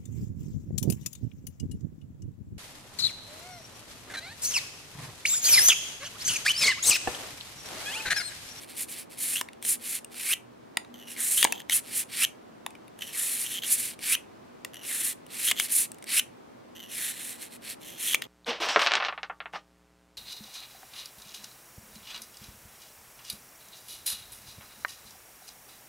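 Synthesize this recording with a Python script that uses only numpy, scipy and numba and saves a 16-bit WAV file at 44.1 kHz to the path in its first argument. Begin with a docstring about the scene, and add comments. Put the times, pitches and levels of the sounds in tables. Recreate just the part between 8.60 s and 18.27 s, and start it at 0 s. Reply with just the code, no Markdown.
"""In a small quiet room, close by, a wire bore brush on a rod is pushed through a short steel revolver barrel
and drawn out again. Thousands of random bristle slips, coloured and ringing, make the hiss and rasp of each stroke.
At either end bristles snap over the edge and ring the air in the tube, a resonance that glides with the brush.
Rod and brush tip knock on the steel as bursts of short decaying modes; freed bristles ring out.
Filtered noise and wavering sines lie underneath as room rumble and a faint mains hum."""
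import sys
import numpy as np
from scipy import signal
from scipy.fft import rfft, irfft
from scipy.io import wavfile
from numba import njit

SR = 44100
rng = np.random.default_rng(int(sys.argv[2]) if len(sys.argv) > 2 else 0)


def transcribe(u):
    """Save the signal u as a 16-bit wav file named by the first command-line argument.

    u: samples, shape (n,) or (channels, n), limited to [-1, 1]; the rate is SR.
    q: integer samples, one column per channel.
    """
    v = np.clip(np.atleast_2d(u).T, -1, 1)
    q = np.round(v * 32767).astype(np.int16)
    wavfile.write(sys.argv[1], SR, q)


N = 426447
TIME = np.arange(N) / SR   # seconds

# stereo width of the room's air: hz, side_minus_mid_db
AIR_WIDTH = [(60, -15), (125, -4), (250, 0), (500, 6), (1000, 3.5), (2000, -3), (10000, -0.5)]
# colour of the bristle hiss: hz, level_db (relative, per Hz)
WIRE_COLOUR = [(2940, -31.5), (5000, -14), (5330, -15), (5960, -10.5), (7710, -3.5), (8540, -4), (9790, -2),
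               (10700, -4), (12000, -2.5), (14100, -15), (15200, -12.5), (16000, -25)]
# the brush is drawn back: sinks_into_rear_s, leaves_muzzle_s, snaps_going_in_db, snaps_coming_out_db
PULLS = [(1.059, 1.739, -46, -23), (3.134, 3.651, -26, -21.5), (5.056, 5.554, -29, -22),
         (7.013, 7.599, -27, -23.5)]
# the tip works its way into the muzzle: first_touch_s, brush_sinks_in_s, scratching_db
ENTRIES = [(2.34, 2.531, -52.5), (4.405, 4.511, -46), (6.133, 6.26, -48.5), (8.151, 8.343, -49)]
PLUG_S = 0.06   # the full brush squeezes into the muzzle


def from_db(db):
    """Decibels to gain."""
    return 10 ** (np.asarray(db) / 20)


def rms_one(x):
    """Scale to unit power."""
    return x / np.sqrt(np.mean(x ** 2) + 1e-20)


def at_hz(points, hz):
    """Read a table on a log-frequency axis."""
    f, value = np.transpose(points)
    return np.interp(np.log(np.maximum(hz, 1)), np.log(f), value)


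def colour(x, spectrum):
    """Filter by a table of hz and level_db."""
    size = 2 ** 14 * (N // 2 ** 14 + 1)   # zero-padded to an easy transform length
    gain = from_db(at_hz(spectrum, np.fft.rfftfreq(size, 1 / SR)))
    filtered = irfft(rfft(x.astype(np.float32), size) * gain.astype(np.float32), size)
    return filtered[..., :N].astype(float)


def high_pass(x, hz):
    """Small objects radiate little below their size."""
    sos = signal.butter(2, hz, "high", fs=SR, output="sos")
    return signal.sosfilt(sos, x + 1e-18)   # the tiny offset keeps silence cheap to compute


def stereo(pair, width):
    """Two unrelated signals become the common and the differing part of left and right."""
    return pair[0] + colour(pair[1], width) * np.array([[1], [-1]])


def drift(rate):
    """Random curve of unit power, with `rate` new targets a second joined by straight lines."""
    knots = rng.standard_normal(int(N / SR * rate) + 2)
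    return rms_one(np.interp(TIME * rate, np.arange(len(knots)), knots))


def ramp(x):
    """Smooth step from 0 to 1."""
    return np.sin(np.pi / 2 * np.clip(x, 0, 1)) ** 2


@njit
def glide(x, pull, r):
    """A two-pole resonance whose tuning term (pull) moves from sample to sample."""
    y = np.zeros(x.shape)
    for c in range(x.shape[0]):
        for i in range(2, x.shape[1]):
            y[c, i] = x[c, i] - x[c, i - 2] + pull[i] * y[c, i - 1] - r * r * y[c, i - 2] + 1e-18
    return y


def resonate(x, hz, width_hz):
    """A resonance with gain 1 on top, its centre given for every sample."""
    r = np.exp(-np.pi * width_hz / SR)
    pull = 2 * r * np.cos(2 * np.pi / SR * hz)
    return (1 - r * r) / 2 * glide(np.ascontiguousarray(x), pull, r)


def background(waver_db=4.5, rumble_db=0.5):
    """Gently swelling room rumble from coloured noise, and a mains hum of sines wavering in level and phase."""
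    # swell of the rumble, before rumble_db: time_s, level_db
    rumble_swell = [(0, -54.5), (1.9, -56), (2.9, -54.5), (4, -55), (7.1, -54), (8.2, -55.6), (9.67, -54.3)]
    # colour of the rumble: hz, level_db (relative, per Hz)
    rumble_colour = [(15, -62), (25, -35.5), (38, -22.5), (114, -10), (149, -9), (212, -6), (242, -1.5),
                     (270, -6), (326, -5.5), (405, -9), (818, -13.5), (936, -14.5), (1070, -15),
                     (1700, -20), (16000, -43.5)]
    # mains hum: pitch_hz, level_db (before the waver)
    hum_tones = [(120.5, -75.5), (241, -69.5)]
    swell = from_db(rumble_db + np.interp(TIME, *np.transpose(rumble_swell)))
    air = swell * rms_one(colour(rng.standard_normal((2, N)), rumble_colour))
    hum = 0
    for hz, db in hum_tones:
        level = np.sqrt(2) * from_db(db + waver_db * drift(6.5))
        hum = hum + level * np.sin(2 * np.pi * hz * TIME + 0.53 * drift(11.0))
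    return stereo(air, AIR_WIDTH) + hum


def slips(per_s, spread_db, size):
    """Random bristle releases of uneven strength: two trains of the same clicks, signs unrelated, unit power."""
    born = rng.random(size) < per_s / SR
    strength = born * from_db(spread_db * np.clip(rng.standard_normal(size), -2, 2))
    return rms_one(strength * rng.choice([-1, 1], (2, size)) / np.sqrt(per_s))


def stroke_levels(unsteady_db=1.55, catch_db=1.0):
    """Gains of hiss and rasp: each stroke speeds up, swells or fades, and stops; the bristles catch unevenly."""
    # each shove or tug of the rod, levels before the gains below:
    # start_s, end_s, hiss_at_middle_db, swell_start_to_end_db, extra_rasp_db
    strokes = [(-0.029, 0.079, -43.5, 7.5, 0.5), (0.061, 0.167, -41.5, -4.5, 1.5),
               (0.132, 0.266, -32.5, 5.0, -1.5), (0.258, 0.379, -34.5, 1.5, -2.5),
               (0.322, 0.456, -38, -0.5, -1), (0.487, 0.569, -35.5, -2, -2), (0.545, 0.823, -32.0, 6.5, -1),
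               (1.007, 1.17, -25.5, 19, -2.5), (1.169, 1.405, -35.5, 24.5, -2),
               (1.479, 1.748, -38.5, 33.5, 0), (2.442, 2.575, -41.0, 4.5, 0),
               (2.547, 2.866, -27.0, 5.5, -2.5), (3.083, 3.209, -19.5, 12, 1),
               (3.192, 3.446, -38.5, 48.5, -1.5), (3.459, 3.656, -37.5, 35, 4.5),
               (4.362, 4.56, -48.5, -0.5, -1.5), (4.505, 4.907, -31, -3, -1.5),
               (4.842, 5.033, -38.5, -19.5, 0.5), (5.006, 5.185, -26.5, 21.5, 0),
               (5.142, 5.362, -32.5, -21.5, -0.5), (5.378, 5.56, -32.5, 20.5, 3.5),
               (6.208, 6.548, -31.5, 9.5, -0.5), (6.662, 6.935, -36, 36, 2),
               (6.917, 7.086, -36.0, 43.5, -1.5), (7.066, 7.273, -25.5, 0, -1),
               (7.447, 7.608, -30.5, 20.5, 6.5), (8.272, 8.553, -35.0, 8, 1),
               (8.487, 8.785, -42.5, 6, -0.5), (8.753, 8.905, -44, -2.5, 1), (8.883, 8.985, -42, 3, 0.5),
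               (8.993, 9.16, -41, 19.5, 1.5), (9.18, 9.442, -52.5, -11, 0.5),
               (9.351, 9.568, -32.0, 12.5, 2.5)]
    hiss_db = 1.5   # gain of all strokes
    speed_up_s, slow_down_s = 0.1, 0.084   # the hand gets the rod moving and stops it
    let_go_s = 0.029   # a stroke stops faster when the brush leaves the muzzle
    # the rasp keeps step with the hiss in slow strokes and grows less above the knee
    rasp_knee_db, rasp_growth = -47, 0.3
    power = np.zeros((2, N))
    for start, end, db, swell_db, rasp_db in strokes:
        during = slice(max(int(start * SR), 0), int(end * SR))
        t = TIME[during]
        comes_free = any(abs(end - leaves) < slow_down_s for _, leaves, _, _ in PULLS)
        stop_s = let_go_s if comes_free else slow_down_s
        swell = swell_db * ((t - start) / (end - start) - 0.5)
        motion = ramp((t - start) / speed_up_s) * ramp((end - t) / stop_s)
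        hiss = from_db(hiss_db + db + swell) * motion
        rasp = from_db(rasp_db) * hiss * (1 + hiss / from_db(rasp_knee_db)) ** (rasp_growth - 1)
        power[:, during] += np.square([hiss, rasp])
    return np.sqrt(power) * from_db([unsteady_db * drift(40), catch_db * drift(90)])


def bore_pitch(wobble=0.013):
    """The air in the barrel rings high while the brush is at either end and low while the brush fills it."""
    # the tip comes out at the rear: time_s
    through_s = [.775, 2.785, 4.87, 6.875, 9.21]
    # centre pitches, before the wobble: brush at the muzzle, just plugging it, filling the bore, out at the rear
    muzzle_hz, plugged_hz, filled_hz, rear_hz = 3064, 1750, 2282, 3176
    nosing_sag_hz = 232   # the pitch sags while the tip works its way in
    clear_s, unplug_s = 0.042, 0.038   # glides across the rear edge and out of the muzzle
    path = []
    for touch, sunk, _ in ENTRIES:
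        path += [(touch, muzzle_hz), (sunk, muzzle_hz - nosing_sag_hz), (sunk + PLUG_S, plugged_hz)]
    for through in through_s:
        path += [(through - clear_s, filled_hz), (through, rear_hz)]
    for sunk, leaves, _, _ in PULLS:
        path += [(sunk, rear_hz), (sunk + clear_s, filled_hz)]
        path += [(leaves - unplug_s, filled_hz), (leaves, muzzle_hz)]
    return np.interp(TIME, *np.transpose(sorted(path))) * (1 + wobble * drift(30))


def bore(x, overtones_db, damping, undertone_db=0.0):
    """The air column follows the depth of the brush, whose bristles damp it; white input keeps its power."""
    # air in the bore: multiple_of_its_resonance, width_hz (before damping), level_db (relative)
    air_modes = [(.66, 452, -17), (1.0, 313, 7), (1.97, 480, -9.5), (3.85, 900, -11.5)]
    pitch = bore_pitch()
    out, power = 0, 0
    for multiple, width, db in air_modes:
        is_overtone, is_undertone = multiple > np.sqrt(2), multiple == air_modes[0][0]
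        gain = from_db(db + overtones_db * is_overtone + undertone_db * is_undertone)
        out = out + gain * resonate(x, multiple * pitch, width * damping)
        power += gain ** 2 * np.pi * width * damping / SR
    return out / np.sqrt(power)


def scrub(slips_per_s=16000, rasp_db=0.0, bore_db=0.0, sing_db=-4.5, sing_growth=0.42, sing_hz=9800,
          sing_width_hz=1700, sing_wander=0.028, judder_db=1.2):
    """Bristles slip along the rifling: the faster the stroke, the denser the slips and the more the wires sing."""
    # colour of the barrel's rasp: hz, level_db (relative, per Hz)
    rasp_colour = [(650, -54), (1100, -17), (1360, -12.5), (1810, 0), (2210, 1), (2770, 2.5), (4300, -0.5),
                   (4850, -25.5), (5320, -3.5), (6000, -14), (7800, -32), (13200, -120)]
    hiss, rasp = stroke_levels()
    speed = np.clip(hiss / from_db(-29.0), 0.06, 2)   # relative, read off the stroke's loudness
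    grains = slips(slips_per_s * speed, spread_db=3.0, size=N) * from_db(judder_db * drift(170))
    wires = rms_one(colour(grains, WIRE_COLOUR))
    # the pitch of the wires wanders as they bend
    wire_hz = sing_hz * (1 + sing_wander * drift(14))
    singing = rms_one(resonate(wires, wire_hz, sing_width_hz))
    sing = from_db(sing_db) * speed ** sing_growth
    wires = (wires + sing * singing) / (1 + sing)
    wall = from_db(rasp_db) * rms_one(colour(grains, rasp_colour))
    air_slips = slips(slips_per_s / 2, spread_db=2.0, size=N)
    air = from_db(bore_db) * bore(air_slips, overtones_db=14.5, damping=1.34)
    return hiss * wires + rasp * (wall + high_pass(air, hz=1380))


def rim_crossings():
    """The body of the brush passing over a rim, as start_s, end_s, start_db, end_db, snaps_per_s."""
    # bristles dragged over a rim: start_s, end_s, start_db, end_db
    scrapes = [(0.755, 0.814, -30, -42.5), (2.771, 2.841, -30, -27), (2.856, 3.02, -48, -45.5),
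               (4.42, 4.434, -29.5, -42.5), (4.851, 4.872, -36.5, -38.5), (4.904, 4.993, -43, -34.5),
               (6.873, 6.922, -25.5, -31.5), (6.957, 6.988, -43.5, -35.5), (9.229, 9.386, -51, -52.5),
               (9.472, 9.557, -34.5, -28.5), (9.617, 9.655, -39, -51)]
    rim_per_s, pull_per_s = 1300, 1800   # bristle snaps per second
    entry_s, entry_swell_db = 0.036, 11   # crescendo of snaps as the bristles fold into the rear
    exit_s, exit_swell_db = 0.075, 20.5   # and as they unfold from the muzzle
    # low scrape as the full bristles squeeze into the muzzle
    plug_db, plug_fade_db, plug_end_s = -43.5, 2, 0.11
    spells = [(*scrape, rim_per_s) for scrape in scrapes]
    for sunk, leaves, in_db, out_db in PULLS:
        spells.append((sunk - entry_s, sunk, in_db - entry_swell_db, in_db, rim_per_s))
        spells.append((leaves - exit_s, leaves, out_db - exit_swell_db, out_db, pull_per_s))
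    for _, sunk, _ in ENTRIES:
        spells.append((sunk + PLUG_S / 2, sunk + plug_end_s, plug_db, plug_db - plug_fade_db, rim_per_s))
    return spells


def edge_snaps(spells, damping, undertone_db, overtones_db, crackle_db, rustle_db=-10.0):
    """Bristles flick over the rim one by one, with a soft rustle between, and ring the air in the barrel."""
    snaps = np.zeros((2, N))
    for start, end, start_db, end_db, per_s in spells:
        at, length = int(start * SR), max(int((end - start) * SR), 64)
        rustle = from_db(rustle_db) * rng.standard_normal((2, length))
        flicks = slips(per_s, spread_db=6.5, size=length) + rustle
        snaps[:, at:at + length] += flicks * from_db(np.linspace(start_db, end_db, length))
    ringing = high_pass(bore(snaps, overtones_db, damping, undertone_db), hz=1402)
    return ringing + from_db(crackle_db) * colour(snaps, WIRE_COLOUR)


def knocks(chatter_s=0.0022, uneven_db=3.5, knock_db=1.0, detune=0.037, crack_db=-14.0):
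    """Each knock is a hard touch with brief chatter, ringing the damped steel; the grip shifts its modes."""
    # rod and tip knocking on the steel: time_s, level_db (before knock_db), low_knock_db, bright_tick_db
    hits = [(0.8118, -17, 3, 5), (.887, -25.5, -8.5, -15.5), (.932, -40.5, 3, 0.5),
            (1.026, -42.5, -3, 21.5), (1.05, -25.5, -10, 2), (1.446, -42, -19, 13), (1.544, -35, -11.5, 1),
            (2.1707, -12.5, 4, -3.5), (2.248, -38.5, 2.5, -8.5), (2.828, -4.5, -13, 0),
            (2.8434, -12.5, -7, 8.5), (2.849, -6.5, 6, -3.5), (2.872, -26, -4, -7.5),
            (2.9233, -11, -13.5, 2), (3.002, -31.5, -17, 2), (3.0968, -13, -13, -2.5), (4.0634, -16, 3, -7),
            (4.106, -41.5, -11, 1), (4.152, -38, -2.5, -6), (4.28, -41.5, -14, -3.5), (4.39, -37.5, -11, 5),
            (4.4248, -29, -13, -4.5), (5.036, -22, -13, -11.5), (5.391, -37, -3.5, 1.5),
            (6.048, -23.5, 7.5, 3.5), (6.1425, -36.5, -7.5, 6.5), (6.233, -38.5, -12.5, 4),
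            (6.665, -43, -10.5, 7), (6.9125, -14, -6, 5), (6.9163, -13, -4, -1.5), (6.994, -22, -18.5, 0),
            (6.9985, -8.5, -29, 2.5), (7.3177, -41.5, -16, 14.5), (7.345, -47.5, -14, 11.5),
            (7.385, -48, -14.5, 10), (7.425, -39, -11, 6.5), (7.4413, -35.5, -20, 6),
            (9.5455, -9.5, -6.5, 2), (9.6209, -18.5, -14.5, -2.5)]
    # frame and rod, damped by the hand: pitch_hz (before detuning), level_db (relative), t60_s
    steel_modes = [(480, -18, 0.0056), (646, -15, 0.012), (1000, -16.5, 0.014), (1180, -13.5, 0.0081),
                   (1800, -7, 0.011), (2237, -6, 0.01), (2844, -8.5, 0.017), (3530, -4, 0.0059),
                   (3740, -7, 0.008), (4910, -13, 0.0083), (5960, -11.5, 0.00517), (7100, -11.5, 0.0059),
                   (8360, -8, 0.0065), (9070, -6.5, 0.0067), (10780, -6.5, .004), (12300, -18, 0.0036)]
    out, t = np.zeros((2, N)), TIME[:SR // 25]
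    hz, mode_db, t60 = np.transpose(steel_modes)
    # how far each mode belongs to the low knock or the bright tick
    low, high = np.clip(np.log2(2000 / hz), 0, 1), np.clip(np.log2(hz / 3800), 0, 1)
    for s, level_db, low_db, bright_db in hits:
        held_hz = hz * (1 + detune * rng.standard_normal(len(hz)))
        modes = np.sin(2 * np.pi * held_hz[:, None] * t) * from_db(-60 * t / t60[:, None])
        uneven = uneven_db * rng.standard_normal((2, len(hz)))
        strength = from_db(mode_db + low * low_db + high * bright_db + uneven)
        ring = (strength * (-1) ** np.arange(len(hz))) @ modes   # neighbouring modes start in opposite sense
        chatter = rng.standard_normal((3, len(t))) * np.exp(-t / chatter_s)
        touch = 0.12 * chatter[2] + (t == 0)   # one click, then chatter
        touch = touch / np.linalg.norm(touch)
        hit = signal.fftconvolve(ring, touch[None], axes=1)[:, :len(t)]
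        hit += from_db(crack_db + bright_db) * chatter[:2]
        at = int(s * SR)
        out[:, at:at + len(t)] += from_db(level_db + knock_db) * hit[:, :N - at]
    return high_pass(out, hz=213)


def quiver(centre_hz=2720, scatter=0.11, count=100, quiver_db=-40, t60_s=0.2):
    """Once free, the bent bristles ring out, each at a pitch of its own."""
    out, t = np.zeros((2, N)), TIME[:SR // 2]
    for _, leaves, _, _ in PULLS:
        hz = centre_hz * (1 + scatter * rng.standard_normal((count, 1)))
        tones = np.sin(2 * np.pi * (hz * t + rng.random((count, 1))))
        wires = rng.standard_normal((2, count)) @ tones
        at = int(leaves * SR)
        out[:, at:at + len(t)] += rms_one(wires) * from_db(quiver_db - 60 * t / t60_s)
    return out


def nosing_in(snaps_per_s=480):
    """Light scratching of the tip in the muzzle, as start_s, end_s, start_db, end_db, snaps_per_s."""
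    return [(touch, sunk, db, db, snaps_per_s) for touch, sunk, db in ENTRIES]


def room(x, wet_db=-20.0, delay_s=0.0078):
    """A faint diffuse tail of noise bands, each with its own decay, the longest in the bass."""
    # colour of the tail: hz, level_db (relative)
    tail_colour = [(200, 3), (1000, -3.5), (2700, -4.5), (5000, -3.5), (10000, -1), (15000, -10)]
    # decay of the tail: hz, t60_s
    tail_decay = [(200, 0.78), (2500, 0.14), (8000, 0.21), (15000, 0.16)]
    t, tail = TIME[:SR // 2], 0
    edges = np.geomspace(150, 16000, 9)
    for low, high in zip(edges, edges[1:]):
        hz = np.sqrt(low * high)
        band_pass = signal.butter(2, [low, high], "band", fs=SR, output="sos")
        band = signal.sosfilt(band_pass, rng.standard_normal((2, len(t))))
        tail = tail + band * from_db(at_hz(tail_colour, hz) - 60 * t / at_hz(tail_decay, hz))
    tail = tail * (t > delay_s)
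    tail = from_db(wet_db) * tail / np.linalg.norm(tail[0])
    return stereo(signal.fftconvolve(x[None], tail, axes=1)[:, :N], AIR_WIDTH)


def scene():
    """Brush and barrel close by, the room behind; the empty bore rings more sharply than the filled one."""
    # stereo width of the close sounds: hz, side_minus_mid_db
    brush_width = [(500, -22.5), (1300, -22.5), (2400, -41.5), (4400, -15.5), (8100, -9.5), (11000, -5.5),
                   (15000, -1.5)]
    # balance of the close sounds: hz, left_minus_right_db
    brush_balance = [(2500, -0.5), (8500, -1), (12500, 0.1)]
    body = edge_snaps(rim_crossings(), damping=0.93, undertone_db=7.0, overtones_db=2.0, crackle_db=-15.0)
    tip = edge_snaps(nosing_in(), damping=0.62, undertone_db=12.0, overtones_db=3.5, crackle_db=-8.0)
    work = scrub() + body + knocks() + quiver() + tip
    left, right = stereo(work, brush_width)
    close = np.array([colour(left, brush_balance), right])
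    return close + room(work[0]) + background()


def record(dry):
    """A steep elliptic low-pass cuts the top."""
    cutoff_hz = 15900
    return signal.sosfilt(signal.ellip(12, 0.1, 80, cutoff_hz, fs=SR, output="sos"), dry)


dry = scene()
out = record(dry)
transcribe(out)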